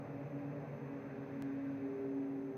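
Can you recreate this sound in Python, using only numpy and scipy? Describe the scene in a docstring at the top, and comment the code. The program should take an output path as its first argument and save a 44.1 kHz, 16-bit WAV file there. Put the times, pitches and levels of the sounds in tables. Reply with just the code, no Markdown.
"""On a wet road, heard dully from a waiting car, a heavy truck with a long trailer passes.
Its exhaust drones as fluttering harmonics of the firing rate, uneven at first, then swelling on the
octave once the cab has gone by. The tyres roar, hiss and spray as shaped noise over a low rumble, and
their tread sings as one fluttering partial on a note that falls overall.
Over it lie a faint whine of steady-pitched partials, noise hiss and one decaying click."""
import sys
import numpy as np
from scipy import signal
from scipy.fft import rfft, irfft, next_fast_len
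from scipy.io import wavfile
from scipy.ndimage import map_coordinates

SR = 44100
rng = np.random.default_rng(int(sys.argv[2]) if len(sys.argv) > 2 else 0)


def file_out(sig):
    """Save sig as 16-bit WAV at sys.argv[1]."""
    # one column per channel
    cols = np.atleast_2d(sig).T
    # limit, then scale
    lim = np.clip(cols, -1, 1)
    pcm = np.round(lim * 32767).astype(np.int16)
    wavfile.write(sys.argv[1], SR, pcm)


N = 113337  # samples

# Exhaust firing rate: (time [s], rate [Hz])
FIRING_RATE = [(0, 142), (.22, 138.3), (.36, 141.5), (.62, 141.8), (.9, 139.1), (1.15, 138.1), (1.5, 137.7),
               (1.95, 137.8), (2.3, 137.4), (2.57, 138.3)]
# Firing note: (time [s], level [dB])
BOOM_LEVEL = [(0, -53), (.14, -51), (.3, -46.5), (.41, -51), (.5, -46), (.62, -50.5), (.84, -50),
              (.98, -55), (1.04, -67), (1.1, -52), (1.3, -54), (1.55, -56.5), (1.75, -55.5), (1.86, -59.5),
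              (2.3, -59), (2.57, -57)]
# Octave of the firing note: (time [s], level [dB])
DRONE_LEVEL = [(0.0, -58), (0.05, -51.5), (0.07, -68), (0.09, -50.5), (0.22, -47.5), (0.3, -72),
               (0.33, -48), (0.39, -44), (0.43, -48), (0.49, -42.5), (0.53, -58.5), (0.56, -46.5),
               (0.75, -70.5), (0.83, -43.5), (0.87, -66), (0.9, -45.5), (0.99, -47), (1.03, -63),
               (1.07, -45), (1.09, -56.5), (1.23, -46.5), (1.27, -59), (1.3, -49), (1.36, -42.5),
               (1.77, -41), (1.8, -47.5), (1.84, -40.5), (1.92, -44), (1.97, -51), (2.0, -46.5),
               (2.17, -39), (2.51, -45), (2.54, -66), (2.57, -45)]
# Rough second octave: (time [s], level [dB])
GROWL_LEVEL = [(0, -62), (.15, -58.5), (.3, -56), (.4, -56), (.5, -57.5), (.75, -58), (.82, -68),
               (1.0, -64), (1.1, -61.5), (1.36, -55.5), (1.43, -72), (1.55, -59.5), (1.9, -62), (2.1, -64),
               (2.57, -68.5)]
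# Weaker engine orders: (multiple of the crank speed [1], level at the start [dB])
CRANK_ORDERS = [(2.45, -65), (3.95, -62.5), (4.95, -59), (7, -67.5), (10.55, -62.5), (15.1, -70),
                (17, -68.5)]
FIRINGS_PER_TURN = 3
ORDERS_FADE_DB_PER_S = 3.5
BEAT_HZ, BEAT_DEPTH, BEAT_DIP_S = 8.15, 0.7, 0.18  # the beat is weakest at the dip time
BOOM_SHARP_HZ, GROWL_SHARP_HZ = 4.5, 9  # height above the exact multiples of the firing rate

# Low rumble spectrum: (frequency [Hz], relative level [dB per Hz])
RUMBLE_SPECTRUM = [(20, -31), (45, -33), (70, -16.5), (95, -17), (115, -2.5), (145, -4), (175, -5),
                   (200, -13), (228, -0.5), (255, -3.5), (285, -2.5), (320, -9), (370, -15.5), (450, -25),
                   (800, -73)]
RUMBLE_START_DB, RUMBLE_FADE_DB_PER_S = -52, 0.87

# Tread note pitch: (time [s], frequency [Hz])
TREAD_PITCH = [(0, 403.9), (.8, 408.4), (1.3, 403.3), (1.8, 403.3), (2.05, 401.5), (2.3, 393.4),
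               (2.57, 393.4)]
# Tread note: (time [s], level [dB])
TREAD_LEVEL = [(0, -64.5), (.14, -59.5), (.25, -61.5), (.32, -65), (.5, -70), (.56, -56.5), (.62, -53),
               (.67, -65), (.73, -57.5), (1.05, -58.5), (1.09, -63), (1.14, -53), (1.3, -54.5), (1.38, -58),
               (1.53, -52), (1.59, -69.5), (1.7, -70), (1.78, -53.5), (1.88, -47), (2.02, -42.5),
               (2.12, -47.5), (2.3, -51), (2.57, -47.5)]

# Road noise: (time [s], roar level [dB], wet tyre hiss level [dB], spray level [dB])
ROAD_LEVELS = [(0, -52, -61, -82), (.3, -53, -62, -82), (.7, -52.5, -61.5, -82), (1.05, -54.5, -60.5, -82),
               (1.35, -55.5, -63, -80), (1.6, -57.5, -62, -81), (1.9, -54.5, -63, -81.5),
               (2.2, -55, -64.5, -83), (2.57, -56, -65.5, -85)]
# Tyre roar spectrum: (frequency [Hz], relative level [dB per Hz])
ROAR_SPECTRUM = [(250, -39), (370, -15), (425, -7), (475, 0.5), (525, -6.5), (575, -1), (630, -8),
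                 (680, -4.5), (730, -13.5), (790, -8.5), (920, -15), (1200, -23), (2500, -77)]
# Wet tyre hiss spectrum: (frequency [Hz], relative level [dB per Hz])
WET_SPECTRUM = [(400, -27.5), (800, -3), (1050, 0.5), (1300, -2.5), (1650, -1.5), (2050, -4), (2300, -6.5),
                (2650, -8), (2950, -27), (3500, -44), (6000, -81)]
# Spectrum of water sizzling under the trailer: (frequency [Hz], relative level [dB per Hz])
SIZZLE_SPECTRUM = [(600, -60), (1250, -25.5), (1520, -1), (1630, -1), (1800, -7.5), (1950, -10.5),
                   (2030, -2), (2130, -15), (2450, -9), (2900, -42), (5000, -78)]
# Fine spray spectrum: (frequency [Hz], relative level [dB per Hz])
SPRAY_SPECTRUM = [(1500, -23.5), (2900, 1.5), (3700, 0), (4600, -4.5), (5500, -8.5), (6500, -13),
                  (8000, -27), (12000, -63)]
SIZZLE_PEAK_DB, SIZZLE_PEAK_S, SIZZLE_HALF_WIDTH_S = -66.5, 1.49, 0.5  # gain halves at the half width
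# Nearby hard surfaces returning wet tyre noise: (delay [s], gain [1])
REFLECTIONS = [(0.011, 0.29), (0.0159, -.2), (.02, 0.31), (.031, 0.059), (.038, -.15)]

# Electronic whine: (frequency [Hz], level [dB])
WHINE_PARTIALS = [(5163, -101), (5669, -99), (6171.7, -89), (6298, -96.5), (6675, -107), (7734, -102),
                  (7796, -106), (11967, -105), (12345, -101), (12471, -93), (15525, -106)]
# Steady hiss spectrum: (frequency [Hz], relative level [dB per Hz])
HISS_SPECTRUM = [(20, 17), (120, 9), (3000, -1.5), (8000, -1.5), (15000, -0.5)]
HISS_DB = -88  # before the band limit
CLICK_S, CLICK_PEAK_DB, CLICK_DECAY_S, CLICK_RING_HZ = 1.4233, -34.5, 0.0024, 190
BAND_LIMIT_HZ = 15750


def amp(db):
    """Level to amplitude ratio: 20 dB is a factor of ten."""
    return 10 ** (np.asarray(db) / 20)


def unit(x):
    """Normalisation to an rms amplitude of 1."""
    return x / np.sqrt(np.mean(x ** 2) + 1e-20)


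def clock():
    """Uniform sampling: the time of each sample in seconds."""
    return np.arange(N) / SR


def curves(rows):
    """Linear interpolation in time of each column after the first."""
    times, *columns = np.transpose(rows)
    return [np.interp(clock(), times, column) for column in columns]


def wobble(rate):
    """Random modulation: a smooth curve of rms 1 through rate random knots a second."""
    knots = rng.standard_normal(2000)
    return unit(map_coordinates(knots, [clock() * rate + 2], mode="wrap"))


def filtered(x, response):
    """Linear filtering: the spectrum is multiplied by a response of frequency."""
    size = next_fast_len(N + 8192)
    frequencies = np.fft.rfftfreq(size, 1 / SR)
    return irfft(rfft(x, size) * response(frequencies), size)[..., :N]


def rush(spectrum, side_db):
    """Shaped stereo noise of rms 1: a shared mid signal plus a side signal of opposite signs."""
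    table_hz, table_db = np.transpose(spectrum)

    def response(hz):
        return amp(np.interp(np.log(hz + 1), np.log(table_hz), table_db))

    mid, side = filtered(rng.standard_normal((2, N)), response)
    side = amp(side_db) * side
    return unit(np.array([mid + side, mid - side]))


def tone(hz, rough, flutter_rate):
    """Complex modulation: a partial of rms 1 whose strength and phase flutter."""
    flutter = 1 + rough * (wobble(flutter_rate) + 1j * wobble(flutter_rate))
    cycles = np.cumsum(hz) / SR + rng.random()
    return unit(np.real(flutter * np.exp(2j * np.pi * cycles)))


def engine():
    """Periodic firing excites a beating note, two octaves and crank orders that fade as the cab leaves."""
    firing, = curves(FIRING_RATE)
    boom_level, = curves(BOOM_LEVEL)
    drone_level, = curves(DRONE_LEVEL)
    growl_level, = curves(GROWL_LEVEL)

    # A weaker copy of the note BEAT_HZ below it interferes to make the beats.
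    beat = 1 - BEAT_DEPTH * np.exp(-2j * np.pi * BEAT_HZ * (clock() - BEAT_DIP_S))
    firing_note = tone(firing + BOOM_SHARP_HZ, rough=0.079, flutter_rate=25)
    boom = amp(boom_level) * unit(np.real(beat * signal.hilbert(firing_note)))
    drone = amp(drone_level + 0.1) * tone(2 * firing, rough=0.08, flutter_rate=23)
    growl = amp(growl_level) * tone(4 * firing + GROWL_SHARP_HZ, rough=0.3, flutter_rate=40)

    crank = firing / FIRINGS_PER_TURN
    orders = sum(amp(db) * tone(multiple * crank, rough=0.68, flutter_rate=18)
                 for multiple, db in CRANK_ORDERS)
    fade = amp(-ORDERS_FADE_DB_PER_S * clock())
    return boom + drone + growl + orders * fade


def rumble():
    """Broadband vibration of engine and running gear: low shaped noise that wavers as it fades."""
    level = RUMBLE_START_DB - RUMBLE_FADE_DB_PER_S * clock() + 0.48 * wobble(9)
    return amp(level) * rush(RUMBLE_SPECTRUM, side_db=-50)


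def tread():
    """Tonal excitation by tread blocks: one partial sinking in pitch as the wheels draw level."""
    pitch, = curves(TREAD_PITCH)
    level, = curves(TREAD_LEVEL)
    return amp(level) * tone(pitch, rough=0.13, flutter_rate=60)


def reflected(x):
    """Superposition of the direct sound and early reflections, scaled by their summed power."""
    delays, gains = np.transpose(REFLECTIONS)

    def response(hz):
        return 1 + gains @ np.exp(-2j * np.pi * np.outer(delays, hz))

    return filtered(x, response) / np.sqrt(1 + np.sum(gains ** 2))


def tyres():
    """Random excitation by a wet road: noise bands for roar, hiss, sizzle and fine spray."""
    roar_db, wet_db, spray_db = curves(ROAD_LEVELS)

    roar_level = roar_db - 0.72 + 0.56 * wobble(14) + 0.74 * wobble(130)
    roar = amp(roar_level) * rush(ROAR_SPECTRUM, side_db=-38.5)

    wet_level = wet_db - 0.1 + 0.2 * wobble(12) + 0.19 * wobble(170)
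    wet = amp(wet_level) * rush(WET_SPECTRUM, side_db=-19.5)

    # The sizzle swells once.
    swell = 1 / (1 + ((clock() - SIZZLE_PEAK_S) / SIZZLE_HALF_WIDTH_S) ** 2)
    sizzle = amp(SIZZLE_PEAK_DB) * swell * rush(SIZZLE_SPECTRUM, side_db=-21.5)

    spray_level = spray_db + 1.04 + 0.18 * wobble(17)
    spray = amp(spray_level) * rush(SPRAY_SPECTRUM, side_db=-12)
    return roar + reflected(wet + sizzle) + spray


def whine_hiss_and_click():
    """Additive synthesis: fluttering whine, random hiss and a click made as one damped oscillation."""
    whine = sum(amp(db) * tone(np.full(N, hz), rough=0.3, flutter_rate=110)
                for hz, db in WHINE_PARTIALS)
    hiss = amp(HISS_DB) * rush(HISS_SPECTRUM, side_db=-3.5)

    age = clock() - CLICK_S
    decay = (age >= 0) * np.exp(-np.abs(age) / CLICK_DECAY_S)
    click = amp(CLICK_PEAK_DB) * decay * np.cos(2 * np.pi * CLICK_RING_HZ * age)
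    return whine + hiss + click


def scene():
    """Superposition of the truck's sounds, whine, hiss and click."""
    return engine() + rumble() + tread() + tyres() + whine_hiss_and_click()


def record(dry):
    """Band limitation: the recorder keeps only frequencies below its limit."""
    return filtered(dry, lambda hz: hz < BAND_LIMIT_HZ)


dry = scene()
out = record(dry)
file_out(out)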